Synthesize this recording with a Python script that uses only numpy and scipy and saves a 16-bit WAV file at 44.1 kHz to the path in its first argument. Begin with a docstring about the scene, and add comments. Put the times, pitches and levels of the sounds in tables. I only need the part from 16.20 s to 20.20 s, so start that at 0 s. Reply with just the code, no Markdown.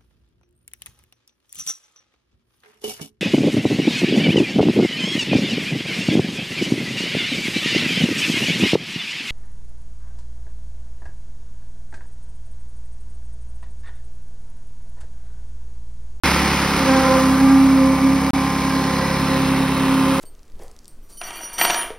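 """On a building scaffold, a single-cylinder four-stroke petrol engine runs close by at governed speed.
Periodic puffs make its exhaust thud, impacts ring its casing, and its valve gear and fan clatter.
Through a flexible shaft it spins the eccentric weight of a vibrating poker, which drones and buzzes
against the concrete formwork as it is dipped and moved. The sound cuts out for an instant halfway."""
import sys
import numpy as np
from scipy import signal
from scipy.fft import rfft, irfft
from scipy.io import wavfile

SR = 44100
rng = np.random.default_rng(int(sys.argv[2]) if len(sys.argv) > 2 else 0)


def waveform_to_disk(signal):
    """Save audio, clipped to [-1, 1], as 16-bit WAV at the path in sys.argv[1]."""
    frames = np.transpose(np.atleast_2d(signal))
    scaled = np.clip(frames, -1, 1) * 32767
    samples = np.round(scaled).astype(np.int16)
    wavfile.write(sys.argv[1], SR, samples)


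N = 176400
T = np.arange(N) / SR
HZ = np.fft.rfftfreq(N, 1 / SR)
RUMBLE_HZ, TREBLE_HZ, AIR_HZ = 686, 2650, 6360  # crossovers of the clatter bands
# impacts in each engine cycle (place [cycles], relative level [dB])
IMPACTS = [(.02, 0.5), (0.459, -8.5), (0.652, 0.5)]


def exhaust(cycles):
    """Harmonic series: one slightly uneven puff per firing, smeared by dispersion in the silencer."""
    # exhaust harmonics (order [multiple of firing rate], relative level [dB])
    harmonics = [(1, -51), (2, -37), (3, -41.5), (4, -32.5), (5, -27.5), (6, -28.5), (7, -39), (8, -34.5),
                 (9, -37.5), (12, -50), (13, -58.5), (14, -49.5), (16, -42), (18, -49)]
    # bass as the microphone moves round the exhaust (time [s], order 2 gain [dB], order 4 gain [dB])
    bass = [(0.05, 11.5, 3), (.2, 10.5, -1), (.45, 5.5, 2), (.6, 5, -3), (1.05, 5.5, -1), (1.4, 5.5, -1),
            (2, 4, 0), (2.6, 2.5, 1.5), (3.2, 3, 5), (3.8, -1.5, 2), (4, -2, 0.5)]
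    thud_db, hum_db = curves(bass)
    swell_db = {2: thud_db, 4: hum_db}
    puffs = np.zeros(N)
    for k, db in harmonics:
        turns = k * (cycles + 0.0905) - 0.02168 * k ** 2  # high orders lag
        puffs += amp(db + swell_db.get(round(k), 0)) * np.cos(2 * np.pi * turns)
    return np.sqrt(2) * amp(-0.66) * puffs * (1 + 0.027 * wander(rate_hz=8.5))


def poker(cycles):
    """Rotating unbalance: the weight drones at its spin rate; contact with the formwork adds harmonics."""
    # drive ratio, slipping under load (time [s], ratio [turns per firing])
    gearing = [(.5, 7.7), (.65, 7.66), (1.0, 7.67), (1.25, 7.715), (1.7, 7.71), (1.9, 7.73), (2.5, 7.72),
               (2.85, 7.67), (3.3, 7.71), (4, 7.7)]
    # fundamental (time [s], level [dB])
    drone_level = [(0, -36), (.57, -35), (.62, -23), (.66, -22), (.71, -16), (.79, -17), (.86, -23),
                   (.93, -20), (1.0, -19), (1.11, -14.3), (1.17, -18), (1.23, -11.8), (1.34, -10.2),
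                   (1.52, -11.7), (1.73, -15), (1.785, -23), (1.85, -12), (1.95, -17), (2.02, -22),
                   (2.17, -20), (2.35, -27), (2.56, -20), (2.72, -26), (2.92, -31), (3.15, -21.5),
                   (3.42, -19), (3.52, -24), (3.62, -20), (3.77, -16.5), (3.93, -19.5), (4, -24)]
    # contact buzz (time [s], second harmonic [dB], third harmonic [dB])
    buzz_level = [(0, -46, -60), (.54, -43, -58), (.58, -31.5, -48), (.65, -28.5, -37), (.7, -21.5, -21.5),
                  (.78, -20, -25.5), (.84, -23, -28), (.9, -16, -24.5), (.98, -19, -27), (1.08, -34, -44),
                  (1.2, -31.5, -36), (1.31, -34.5, -28.5), (1.52, -37.5, -42), (1.63, -22, -46),
                  (1.76, -33, -48), (2.2, -37.5, -35.5), (2.6, -37, -37), (2.82, -32, -46),
                  (3.1, -29.5, -41), (3.6, -39, -44), (3.95, -28, -51)]
    # upper buzz (harmonic [multiple of spin rate], level re third harmonic [dB])
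    overtones = [(4, -9), (5, -13), (6, -9), (7, -14.5), (8, -15.5)]
    (drone_db,), (second_db, third_db) = curves(drone_level), curves(buzz_level)
    lag_turns = 0.1667
    turns = np.cumsum(curves(gearing)[0] * np.gradient(cycles)) + 0.012 * wander(rate_hz=15)
    drone = amp(drone_db) * np.cos(2 * np.pi * (turns - lag_turns)) * (1 + 0.04 * wander(rate_hz=7.2))
    contact = turns + 0.022 * wander(rate_hz=24)
    buzz = np.zeros(N)
    for k, db in [(2, second_db), (3, third_db)] + [(k, third_db + db) for k, db in overtones]:
        roughness = 1 + 0.17 * np.sqrt(k) * wander(rate_hz=15)
        buzz += amp(db) * np.cos(2 * np.pi * (k * contact - lag_turns * k ** 2)) * roughness
    return np.sqrt(2) * (drone + buzz)


def knocks(cycles):
    """Impact excitation: piston and valves strike the casing each cycle, and its damped modes ring."""
    # casing modes (frequency [Hz], relative level [dB], T60 [s])
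    modes = [(384.3, -7.5, 0.078), (780, -0.5, 0.15), (869, -12.5, 0.08), (1019.5, 2.5, 0.082),
             (1200, -9, 0.048), (1415, -21, 0.0067), (1680, -8, 0.034), (1940, -7, 0.051),
             (2300, -14, 0.0072)]
    blows, t = np.zeros(N), np.arange(SR // 10) / SR
    for place, db in IMPACTS:
        times = np.interp(np.arange(int(cycles[-1])) + place, cycles, T)
        jitter, scatter_db = rng.standard_normal((2, 200))[:, :len(times)]
        at = np.clip(((times + 0.00005 * jitter) * SR).astype(int), 0, N - 1)
        blows[at] += amp(db - scatter_db)
    ring = sum(amp(db - 60 * t / t60) * np.cos(2 * np.pi * hz * t) * (-1) ** i
               for i, (hz, db, t60) in enumerate(modes))
    sound = signal.oaconvolve(blows, ring)[:N]
    return amp(-29) * unit(sound - sound.mean())


def whine(cycles):
    """Forced vibration: casing and frame pick out high engine orders, each wavering by itself."""
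    # casing tones (order [multiple of firing rate], level [dB])
    orders = [(10, -44.5), (11, -42), (22, -37), (23, -45.5), (25, -39.5), (26, -39.5), (27, -47),
              (28, -42), (29, -36.5), (30, -33.5), (31, -46.5), (32, -52), (34, -39), (35, -42)]
    tones = np.zeros(N)
    for k, db in orders:
        angle = 2 * np.pi * (k * cycles - 0.00403 * k ** 2)
        tones += amp(db) * (np.sin(angle) + 0.4 * wander(rate_hz=2.85) * np.cos(angle))
    return np.sqrt(2) * tones


def clatter(cycles, ripple_db):
    """Amplitude-modulated noise: fan rush and loose ticks surge with each cycle and after each knock."""
    # noise spectrum (frequency [Hz], relative density [dB])
    colour = [(25, -20), (42, 4.5), (55, -3), (120, -2.5), (230, 2), (400, -2), (520, 2.5), (660, -6.5),
              (900, -1.5), (1300, -1), (1650, -4.5), (2400, -6.5), (2950, -11.5), (3350, -12.5),
              (4400, -12.5), (5100, -11), (6200, -12.5), (9500, -7), (12000, -10), (16000, -15)]
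    # band gains as the microphone moves round the engine (time [s], middle [dB], treble [dB], top [dB])
    band_gains = [(0.05, -17.5, -21, -28), (0.13, -20, -23, -29), (0.22, -23, -24.5, -31),
                  (0.5, -23.5, -25.5, -32.5), (0.8, -22, -25.5, -33), (1.0, -22.5, -26.5, -31.5),
                  (1.15, -25, -29.5, -33.5), (1.7, -27, -32, -36), (2.3, -27, -31, -36),
                  (2.6, -27.5, -29.5, -35.5), (2.85, -25, -30.5, -36), (3.15, -24.5, -31.5, -34.5),
                  (3.45, -26.5, -34, -35), (3.95, -25.5, -33, -33)]
    ticks_per_s, burst_cycles = 590, 0.12
    ticks = rng.standard_normal(N) * (rng.random(N) < ticks_per_s / SR)
    ticks *= amp(1.5 * np.minimum(rng.exponential(1, N), 4))
    bursts = sum(amp(db) * np.exp(-((cycles - place) % 1) / burst_cycles) for place, db in IMPACTS)
    surge = amp(0.54 * np.cos(2 * np.pi * (cycles - 0.86)) + 2.5 * bursts)
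    noise = (rng.standard_normal(N) + amp(-10) * unit(ticks)) * surge
    hz, db = np.transpose(colour)
    spectrum = rfft(noise) * amp(np.interp(np.log(HZ + 1), np.log(hz), db) + ripple_db)
    low, mid, high = (1 / (1 + (HZ / edge) ** 12) for edge in (RUMBLE_HZ, TREBLE_HZ, AIR_HZ))
    middle_db, treble_db, top_db = curves(band_gains)
    bands = [(low, 0.57 * middle_db - 17), (mid - low, middle_db - 4),
             (high - mid, treble_db - 4), (1 - high, top_db - 3)]
    return panels(sum(amp(db) * unit(irfft(spectrum * band, N)) for band, db in bands))


def panels(sound):
    """Resonance and directivity: each cover panel adds its ring while it faces the microphone."""
    # panel resonances (frequency [Hz], bandwidth [Hz], peak gain [dB], peak time [s], half length [s])
    resonances = [(340, 85, 7, 0.26, 0.63), (384, 18, 5.5, 3.46, 1), (1030, 30, 6.5, 0.89, 0.11),
                  (1185, 30, 6.5, 1.24, 0.57), (1360, 79, 5.5, 0.81, 0.79), (2140, 940, 5.5, 0.27, 0.43),
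                  (1300, 140, 5, 3.88, 0.22), (1630, 33, 7.5, 2.64, 0.26), (1930, 120, 4, 2.92, 0.3),
                  (2288, 52, 11, 2.01, 0.99), (2690, 165, 8.5, 3.58, 0.51), (3140, 230, 8.5, 3.77, 0.52),
                  (3710, 250, 8.5, 3.58, 0.54), (4130, 200, 6.5, 3.2, 0.65), (5100, 150, 5.5, 3.04, 0.29)]
    spectrum, rings = rfft(sound), np.zeros(N)
    for hz, width, db, centre, half in resonances:
        facing = np.exp(-((T - centre) / half) ** 2)
        rings += (amp(db) - 1) * facing * irfft(spectrum / (1 + 2j * (HZ - hz) / width), N)
    return sound + rings


def amp(db):
    """Decibels to amplitude ratio."""
    return 10 ** (np.asarray(db) / 20)


def unit(x):
    """Normalisation to rms 1."""
    return x / np.sqrt(np.mean(x ** 2) + 1e-20)


def curves(table, at=T):
    """Linear interpolation of each later column against the first."""
    first, *columns = np.transpose(table)
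    return [np.interp(at, first, c) for c in columns]


def wander(rate_hz):
    """Low-pass noise: slow random motion of rms 1."""
    return unit(irfft(rfft(rng.standard_normal(N)) / (1 + (HZ / rate_hz) ** 4), N))


def scene():
    """Superposition at two microphones: clatter scattered from the site lowers their coherence."""
    # governed speed (time [s], firing rate [Hz])
    speed = [(0, 34.6), (0.25, 35.2), (0.5, 34.77), (0.75, 34.52), (0.95, 34.29), (1.15, 34.52),
             (1.35, 34.99), (1.65, 34.51), (2.0, 34.9), (2.55, 34.67), (2.8, 34.37), (3.05, 34.65),
             (3.3, 34.5), (3.6, 34.59), (4.0, 34.86)]
    # stereo pair (frequency [Hz], left phase lead [rad], left minus right [dB], clatter coherence [0-1])
    pair = [(60, 0, 0, 1), (140, -.05, -.4, 1), (270, -.13, -1.4, .998), (400, -.25, -2, .96),
            (540, -.48, -2.8, .94), (800, -.08, -2, .96), (1050, 0, -1.1, .985), (1400, 0, -.2, .998),
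            (2300, 0, -.1, .98), (2950, .7, -2.5, .62), (3400, .8, -2.5, .72), (4200, .9, -3, .83),
            (5000, .15, 0, .88), (6000, 1.6, 0, .8), (7000, 3.05, 0, .99), (7800, 3.25, 0, .99),
            (8700, 4.6, 0, .78), (9900, 6.28, 0, .99), (11200, 6.3, 0, .98), (12000, 8, 0, .75),
            (12900, 9.35, 0, .99), (14200, 9.5, 0, .99), (15400, 12.2, 0, .7)]
    cycles = np.cumsum(curves(speed)[0]) / SR
    lead, balance_db, coherence = curves(pair, HZ)
    coherence = np.clip(coherence, 0, 1)
    # reflections off the boards ripple the clatter spectrum at a spacing of 45 Hz
    ripple = np.interp(HZ / 45, np.arange(N), rng.standard_normal(N))
    ripple_db = 1.4 * ripple * np.minimum(HZ / TREBLE_HZ, 1)
    machine = exhaust(cycles) + panels(knocks(cycles) + whine(cycles)) + poker(cycles)
    direct = rfft(machine) + np.sqrt((1 + coherence) / 2) * rfft(clatter(cycles, ripple_db))
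    scattered = np.sqrt((1 - coherence) / 2) * rfft(clatter(cycles, ripple_db))
    pan = amp(balance_db / 2) * np.exp(1j * lead / 2)
    return np.array([irfft((direct + scattered) * pan, N), irfft((direct - scattered) / pan, N)])


def record(dry):
    """Gating, saturation and band limiting: an abrupt start, one brief gap and rounded peaks."""
    start_s, gap_from_s, gap_to_s = 0.036, 2.1065, 2.134
    ceiling, cutoff_hz = 0.85, 15800
    gate = (T > start_s) & ((T < gap_from_s) | (T > gap_to_s))
    rounded = gate * dry / (1 + (dry / ceiling) ** 8) ** (1 / 8)
    lowpass = signal.firwin(511, cutoff_hz, window=("kaiser", 9), fs=SR)
    return signal.oaconvolve(rounded, lowpass[None], "same")


dry = scene()
out = record(dry)
waveform_to_disk(out)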